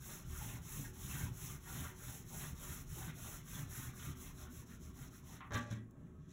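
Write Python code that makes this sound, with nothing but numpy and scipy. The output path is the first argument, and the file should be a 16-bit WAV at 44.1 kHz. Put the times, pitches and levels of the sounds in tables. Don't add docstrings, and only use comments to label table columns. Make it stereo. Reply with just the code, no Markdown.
import sys
import numpy as np
from scipy import signal
from scipy.fft import rfft, irfft
from scipy.io import wavfile
from scipy.ndimage import uniform_filter1d

SR = 44100
rng = np.random.default_rng(int(sys.argv[2]) if len(sys.argv) > 2 else 0)


def wav_record(signal):
    frames = np.transpose(np.atleast_2d(signal))
    bounded = np.clip(frames, -1, 1)
    quanta = np.round(bounded * 32767).astype(np.int16)
    wavfile.write(sys.argv[1], SR, quanta)


N = 278712
T = np.arange(N) / SR
LIFT_OFF_S = 5.415

# [f/Hz, density/dB per Hz]
SQUELCH_SPECTRUM = [(100, -15.5), (300, -0.5), (500, 2), (800, 1.5), (1150, -1), (1600, -2.5), (2500, -9),
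                    (4000, -3), (6000, -27.5), (10000, -20)]
# [f/Hz, width/Hz, height above the spectrum/dB]
CAGE_PEAKS = [(600, 20, 2.5), (798, 66, 2), (1060, 36, 5.5), (1190, 64, 6), (1400, 76, 5.5), (1575, 41, 7),
              (1980, 660, 6.5)]
# [f/Hz, width/Hz, height above the spectrum/dB]
STALL_BOOMS = [(35.5, 5.9, 3.8), (76.3, 12, 10.6), (120, 7.6, 7.8), (159.6, 11.2, 8.5), (192, 7.5, 5),
               (278.5, 24, 6.5), (374, 22, 8)]


def amp(db):
    return 10 ** (np.asarray(db) / 20)


def unit(x):
    return x / np.sqrt(np.mean(x ** 2) + 1e-20)


def read(points, hz):
    f, value = np.transpose(points)
    return np.interp(np.log(hz + 1), np.log(f + 1), value)


def add(mix, s, sound):
    part = mix[round(s * SR):][:len(sound)]
    part += sound[:len(part)]


def colour(x, spectrum, peaks=(), tilt_db=0, size=8192):
    hz = abs(np.fft.fftfreq(size, 1 / SR))
    db = read(spectrum, hz) + tilt_db * np.log2(np.maximum(hz, 1000) / 1500)
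    for f, width, height in peaks:
        db = db + height / (1 + (2 * (hz - f) / width) ** 2)
    response = np.exp(signal.hilbert(np.log(amp(db))).conj())
    taps = np.fft.ifft(response).real
    return signal.oaconvolve(x, taps[:size // 2])[:len(x)]


def wander(hz):
    f = np.fft.rfftfreq(N, 1 / SR)
    return unit(irfft(rfft(rng.standard_normal(N)) / (1 + (f / hz) ** 2), N))


def pops(per_s, spread_db, count=N):
    size = amp(spread_db * np.minimum(rng.exponential(1, count), 5))
    sign = rng.choice([-1, 1], count)
    happens = rng.random(count) < per_s / SR
    return size * sign * happens


def ring(modes, t):
    shares_db = rng.normal(0, 1.5, len(modes))
    out = 0
    for (hz, db, t60), share_db in zip(modes, shares_db):
        out = out + amp(db + share_db - 60 * t / t60) * np.sin(2 * np.pi * hz * t)
    return out


def stall(x):
    # [f/Hz, t60/s]
    stall_t60 = [(100, 0.69), (500, 0.38), (1500, 0.25), (4000, 0.16), (9000, 0.85), (15000, 0.38)]
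    echoes = rng.standard_normal((2, SR)) * (np.arange(SR) > .004 * SR)
    hz, t, z = signal.stft(echoes, SR, nperseg=256)
    decay = amp(-60 * t / read(stall_t60, hz)[:, None])
    decay = decay / np.linalg.norm(decay, axis=1, keepdims=True)
    tail = signal.istft(z * decay, SR, nperseg=256)[1]
    return signal.fftconvolve(x[None], tail / np.linalg.norm(tail[0]), axes=1)[:, :N]


def placed(x, distance, moving=False):
    # [f/Hz, share]
    direct_share = [(100, 0.98), (250, 0.58), (500, 0.91), (1000, 0.88), (1600, 0.44), (2700, 0.043),
                    (3700, 0.77), (4300, 1), (15000, 0.99)]
    # [f/Hz, lead/rad]
    phase_lead = [(120, 0), (200, -.5), (300, -2.1), (500, -3.5), (1000, -3.85)]
    left_lead_s = 10.4 / 44100
    drift_hz = 2.6

    hz = np.fft.rfftfreq(N, 1 / SR)
    near = np.clip(read(direct_share, hz), .01, .9995)
    share = near / (near + (1 - near) * distance ** 2)
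    lead = 2 * np.pi * hz * left_lead_s + read(phase_lead, hz)
    direct = rfft(x) * np.array([np.ones(len(hz)), np.exp(-1j * lead)])
    if moving:
        turn = np.pi * drift_hz * T
        tail = stall(x * np.cos(turn)) + stall(x * np.sin(turn))
    else:
        tail = stall(x)
    return irfft(np.sqrt(share) * direct + np.sqrt(1 - share) * rfft(tail), N)


def air():
    # [f/Hz, density/dB per Hz]
    murmur_spectrum = [(15, -14.5), (35, -5), (80, -4), (160, -4), (210, -6), (270, -6.5), (400, -9.5),
                       (600, -14.5), (1100, -23), (1600, -27.5), (2500, -36), (4000, -40.5), (8000, -40.5),
                       (15000, -47)]
    # [f/Hz, width/Hz, level/dB]
    faint_tones = [(495, 16, -77), (625, 12, -74), (1098, 39, -75.5), (1282, 46, -79.5), (1750, 57, -88)]
    waver_db, waver_hz = 2.5, 11

    noise = unit(colour(rng.standard_normal(N), murmur_spectrum, STALL_BOOMS))
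    murmur = amp(-58.0 + 1.67 * wander(hz=9.6)) * noise
    for hz, width, db in faint_tones:
        tone = wander(hz=width / 2) * np.cos(2 * np.pi * hz * T)
        tone = tone + wander(hz=width / 2) * np.sin(2 * np.pi * hz * T)
        murmur = murmur + amp(db) * unit(tone * amp(waver_db * wander(hz=waver_hz)))
    return murmur


def tray():
    # [t/s, level before the swell/dB, rise/s,
    # brightness/dB per octave, spot ring f/Hz]
    knocks = [(5.508, -37.5, 0.0025, -8, 1290), (5.513, -38.5, .004, -10.5, 1060),
              (5.520, -38, 0.0025, -4, 1290), (5.535, -38.5, 0.0031, 0.5, 834),
              (5.543, -34.5, .0018, 1, 3000), (5.548, -30.5, .0015, -3, 1163),
              (5.552, -36.5, .002, 1.5, 1640), (5.571, -45.5, 0.0081, 3, 834), (5.60, -52.5, .017, 2, 590),
              (5.655, -54, 0.022, -1, 594), (5.703, -53, 0.0034, 2, 3350), (5.711, -47.5, .0025, 4.5, 2330),
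              (5.722, -55, .008, 6, 820), (5.744, -60.5, 0.013, 3, 3350), (5.91, -60, .001, 17.5, 7400),
              (5.898, -67.5, 0.056, -14, 624), (6.18, -76, .06, 3, 3300), (6.275, -62, 0.087, 5.5, 3300)]
    # [f/Hz, level/dB, t60/s]
    tray_modes = [(590.6, 3, .45), (700, 1, .15), (834, 0, .22), (1060, -9, .12), (1163, 1, .22),
                  (1290, 1, .1), (1415, -4, 0.16), (1588, 3, 0.2), (1660, -2.5, .22), (1814, -10, .3),
                  (1943, -2, .18), (2054, -3, 0.16), (2616, -6, .15), (3220, -4, .1)]
    # [f/Hz, density/dB per Hz]
    crack_spectrum = [(100, -6), (450, -1.5), (750, -0.5), (1150, -1.5), (1900, 2), (2800, -5.5),
                      (4000, -6), (6000, -8), (9000, -21.5), (15000, -33)]
    contacts_per_s = 1800
    first_weight, hard_s = 1.26, 0.0058
    spot_width_hz, spot_db = 150, 8.5

    out, t = np.zeros(N), T[:SR // 2]
    for s, clatter_db, rise, tilt_db, hz in knocks:
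        swell = t / rise * np.exp(1 - t / rise)
        rattle = pops(contacts_per_s, spread_db=0.0, count=len(t)) * swell
        first = first_weight * np.exp(-rise / hard_s) * np.linalg.norm(rattle) * (t == 0)
        spot = [(hz, spot_width_hz, spot_db)]
        crack = colour(rattle + first, crack_spectrum, spot, tilt_db=tilt_db)
        modes = ring(tray_modes, t)
        body = signal.fftconvolve(crack, modes / np.linalg.norm(modes))[:len(t)]
        body = amp(-6) * body / 2
        add(out, s, amp(clatter_db) * unit(crack + body) * np.sqrt(np.mean(swell ** 2)))
    return out


def scrape():
    # (t/s, length/s, level/dB)
    catch = (5.407, 0.064, -54.5)
    # [f/Hz, density/dB per Hz]
    scrape_spectrum = [(200, -22), (600, -9), (920, 2.5), (1200, 2), (1500, -5), (2100, -7.5), (3000, -11),
                       (5000, -26), (10000, -52)]
    slips_per_s, slip_jitter = 220, .55
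    catch_db, catch_s = 11, .008
    lead_s, fade_s = .007, 0.021

    s, length, db = catch
    out, t = np.zeros(N), T[:SR // 4]
    slip_s = np.cumsum(np.exp(slip_jitter * rng.standard_normal(size=60))) / slips_per_s
    slip_samples = ((slip_s - slip_s[0]) * SR).astype(int)
    slips = np.bincount(slip_samples, minlength=len(t))[:len(t)]
    force = amp(db + catch_db * np.exp(-t / catch_s)) * np.clip((length - t) / fade_s, 0, 1)
    even = colour(slips * 1., scrape_spectrum, CAGE_PEAKS)
    add(out, s, colour(slips * force, scrape_spectrum, CAGE_PEAKS) / np.std(even))
    drag = unit(colour(pops(900, spread_db=1.0), scrape_spectrum, CAGE_PEAKS))
    return out + drag * amp(db - 3) * np.exp(-abs(T - s) / lead_s)


def motion():
    # [t of the turn/s, strength/dB, wetness/dB]
    strokes = [(-0.02, -2.5, 0), (0.247, -0.4, -1.5), (0.607, 0, -0.5), (0.924, 1.5, -0.5),
               (1.316, -1, -1.5), (1.596, -0.5, -.5), (1.94, -2, 0), (2.248, -0.5, 0), (2.543, -0.5, 0),
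               (2.855, -2, 0), (3.127, -1.4, 1), (3.428, -2.5, -0.5), (3.667, 0, 1.5), (3.922, -4.5, 1),
               (4.146, -5.5, 0.5), (4.331, -9.5, -0.5), (4.485, -8, -1), (4.649, -14.5, -2.5),
               (4.785, -15, -2.5), (4.929, -11, -1), (5.097, -13.5, 0.5), (5.225, -11, 1.5)]
    down_fastest, up_fastest = .52, .58
    up_push_db, push_at, push_width = 3.5, 0.7, 0.49

    turn, strength_db, wet_db = np.transpose(strokes)
    edges, up = np.append(turn, LIFT_OFF_S), np.arange(len(turn)) % 2
    fastest = turn + np.where(up, up_fastest, down_fastest) * np.diff(edges)
    times = np.sort(np.append(edges, fastest))
    speed = abs(np.sin(np.pi / 2 * np.interp(T, times, np.arange(len(times)))))
    stroke = np.maximum(np.searchsorted(turn, T) - 1, 0)
    progress = (T - turn[stroke]) / np.diff(edges)[stroke]
    push_db = up_push_db * up[stroke] * np.exp(-((progress - push_at) / push_width) ** 2)
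    strength_db = uniform_filter1d(strength_db[stroke], size=1500)
    wet_db = uniform_filter1d(wet_db[stroke], size=1500)
    return speed, strength_db, push_db, wet_db


def wall(speed, strength_db, push_db):
    # [t/s, boom/dB, slap/dB, spot f/Hz]
    thumps = [(0.44, -43, -59, 109), (0.531, -38.5, -51, 124.7), (.785, -33.5, -67, 135.4),
              (1.075, -37.5, -60, 130), (1.14, -35, -49, 147.3), (1.198, -39.5, -47.5, 162.6),
              (1.232, -31.5, -53, 92.7), (1.43, -42.5, -57, 124), (1.505, -48, -68, 142),
              (1.745, -44, -43, 108), (1.768, -38, -58, 155), (1.8, -37, -53, 83.5),
              (2.402, -60, -43.5, 125.1), (2.509, -38.5, -62, 74.76), (2.70, -39.5, -60, 76.4),
              (3.075, -36.5, -43, 158), (3.576, -37.5, -47.5, 146.1), (3.612, -42, -60, 162),
              (3.775, -37.5, -59, 126.4), (3.87, -40, -54, 122), (4.02, -52, -46, 119),
              (4.072, -34, -61, 140.4), (4.465, -50, -59, 235), (4.69, -48.5, -55, 232),
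              (5.01, -41.5, -51.5, 139), (5.517, -38, -42, 109), (5.546, -30.5, -33, 104),
              (5.556, -38.5, -51, 239.5), (5.706, -33.5, -48, 111), (5.716, -41.5, -58, 206),
              (5.77, -42.5, -67, 216), (5.98, -49, -93, 132), (6.03, -46.5, -82, 155),
              (6.185, -43, -72, 156), (6.265, -44.5, -79, 168)]
    # [f/Hz, level/dB, t60/s]
    thump_modes = [(80.2, -9, 0.38), (113.3, -4.5, 0.47), (155, -13, 0.2), (194.7, -5.5, 0.22),
                   (237.5, -8.5, 0.15), (279.8, -5.5, 0.21), (364, -10, .2), (486, -9, 0.14)]
    # [f/Hz, density/dB per Hz]
    rumble_spectrum = [(15, -41), (32, 3), (50, 5), (76, 1), (95, -1.5), (130, 5), (165, -0.5),
                       (230, -13.5), (400, -31.5), (900, -32)]
    rumble_db = -53.5
    follows, push_share = 0.38, 0.27
    at_turn = 0.9
    lump_db, lump_hz = 2.5, 13.6
    spot_t60_s, cushion_s = 0.17, 0.0074
    modes_db = -8

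    touching = np.clip((LIFT_OFF_S + .15 - T) / .1, 0, 1)
    rolling = at_turn + (1 - at_turn) * speed
    load_db = rumble_db + follows * strength_db + push_share * push_db
    load_db = load_db + lump_db * wander(hz=lump_hz)
    rumble = unit(colour(rng.standard_normal(N), rumble_spectrum, STALL_BOOMS))
    out = rumble * amp(load_db) * rolling * touching
    t = T[:SR // 2]
    for s, boom_db, slap_db, hz in thumps:
        wet = pops(3000, spread_db=3.0, count=len(t))
        slap = unit(colour(wet, SQUELCH_SPECTRUM, CAGE_PEAKS)) * np.exp(-t / 0.02)
        spot = np.sin(2 * np.pi * hz * t) * amp(-60 * t / spot_t60_s)
        boom = spot + amp(modes_db) * ring(thump_modes, t)
        onset = 1 - np.exp(-t / cushion_s)
        add(out, s, (amp(boom_db) * boom + amp(slap_db) * slap) * onset)
    return out


def bubbles(pace):
    per_s, cycles = 210, 6.4
    typical_hz, spread, drift = 1087, 0.403, 0.303

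    t, out = T[:SR // 32], np.zeros(N)
    bursts = pops(per_s * pace, spread_db=2.3)
    clump = drift * wander(hz=8.73)
    for i in np.flatnonzero(bursts):
        hz = typical_hz * 2 ** (clump[i] + spread * rng.standard_normal())
        add(out, T[i], bursts[i] * np.sin(2 * np.pi * hz * t) * np.exp(-hz * t / cycles))
    return unit(out)


def crackle(pace, count=16):
    per_s, cycles = 260, 2.7
    low_hz, high_hz = 814, 4300
    bunch_db, bunch_hz = 5, 22

    t, out = T[:SR // 64], np.zeros(N)
    bunches = amp(bunch_db * wander(hz=bunch_hz))
    ticks = pops(per_s * pace * bunches, spread_db=2.5)
    kind = rng.integers(0, count, N)
    for k, hz in enumerate(np.geomspace(low_hz, high_hz, count)):
        tick = unit(np.sin(2 * np.pi * hz * t) * np.exp(-hz * t / cycles))
        for i in np.flatnonzero(ticks * (kind == k)):
            add(out, T[i], ticks[i] * tick)
    return unit(out)


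def patchy(x):
    depth_db, width_hz, length_s = 3, 500, .035
    hz, t, z = signal.stft(x, SR, nperseg=512, noverlap=384)
    field = rng.standard_normal(z.shape[::-1]).T
    field = uniform_filter1d(field, size=round(width_hz / hz[1]), axis=0)
    field = uniform_filter1d(field, size=round(length_s / t[1]), axis=1)
    gain = unit(amp(depth_db * unit(field)))
    return signal.istft(z * gain, SR, nperseg=512, noverlap=384)[1][:N]


def roller(speed, strength_db, squeeze_db):
    # [f/Hz, density/dB per Hz]
    fizz_spectrum = [(200, -2.5), (900, -23), (2500, -6), (4000, -9.5), (6000, -0.5), (9000, -1),
                     (13000, 0.5), (16000, -3.5)]
    # [f/Hz, density/dB per Hz]
    rub_spectrum = [(800, -14.5), (2000, -7.5), (3300, -2.5), (5500, 8.5), (7500, -0.5), (14000, -15)]
    fizz_db, squelch_db, rub_db, bubble_db, crackle_db = -50.5, -58, -59, -58.5, -64
    squelch_follows = 0.62
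    linger_s = .11
    nap_db, nap_hz = 1.5, 29.8
    tack_db, tack_hz = 2, 25.6

    pace = (0.06 + .94 * speed) * np.clip((LIFT_OFF_S - T) / 0.059, 0, 1)
    strands = unit(colour(pops(16000 * pace, spread_db=0.0), fizz_spectrum))
    fizz = strands * pace ** 0.69 * amp(fizz_db + strength_db + 0.95 * wander(hz=24))

    cells = colour(pops(1300 * (.15 + pace), spread_db=1.36), SQUELCH_SPECTRUM, CAGE_PEAKS)
    clumps_db = nap_db * wander(hz=nap_hz)
    wet = amp(squelch_db) * unit(cells)
    wet = wet + amp(bubble_db) * bubbles(pace) + amp(crackle_db) * crackle(pace)
    squeezed = abs(uniform_filter1d(pace, size=round(linger_s * SR))) ** 0.44
    wet_gain = amp(squelch_follows * strength_db + squeeze_db + clumps_db)
    squelch = patchy(wet) * squeezed * wet_gain

    grains = unit(colour(pops(6000, spread_db=1.0), rub_spectrum))
    surges_db = tack_db * wander(hz=tack_hz)
    rub = grains * np.sqrt(pace) * amp(rub_db + 0.44 * strength_db + surges_db)
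    return placed(fizz, distance=.8) + placed(squelch + rub, distance=1.3, moving=True)


def scene():
    speed, strength_db, push_db, wet_db = motion()
    background = placed(air(), distance=0.94)
    lift_off = placed(tray(), distance=2.2) + placed(scrape(), distance=1.6)
    rumbling = placed(wall(speed, strength_db, push_db), distance=0.87)
    painting = roller(speed, strength_db, push_db + wet_db)
    return background + lift_off + rumbling + painting


def record(dry):
    # [f/Hz, left minus right/dB]
    port_balance = [(40, 8), (110, 5), (200, 13), (380, 4.5), (600, 0.5), (1000, -0.3), (4000, -0.5)]
    edge_hz = 15800
    tilt_db = read(port_balance, np.fft.rfftfreq(N, 1 / SR)) / 2
    ports = irfft(rfft(dry) * amp([tilt_db, -tilt_db]), N)
    low_pass = signal.firwin(2047, edge_hz, window=("kaiser", 9), fs=SR)
    return signal.oaconvolve(ports, low_pass[None], "same")


dry = scene()
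out = record(dry)
wav_record(out)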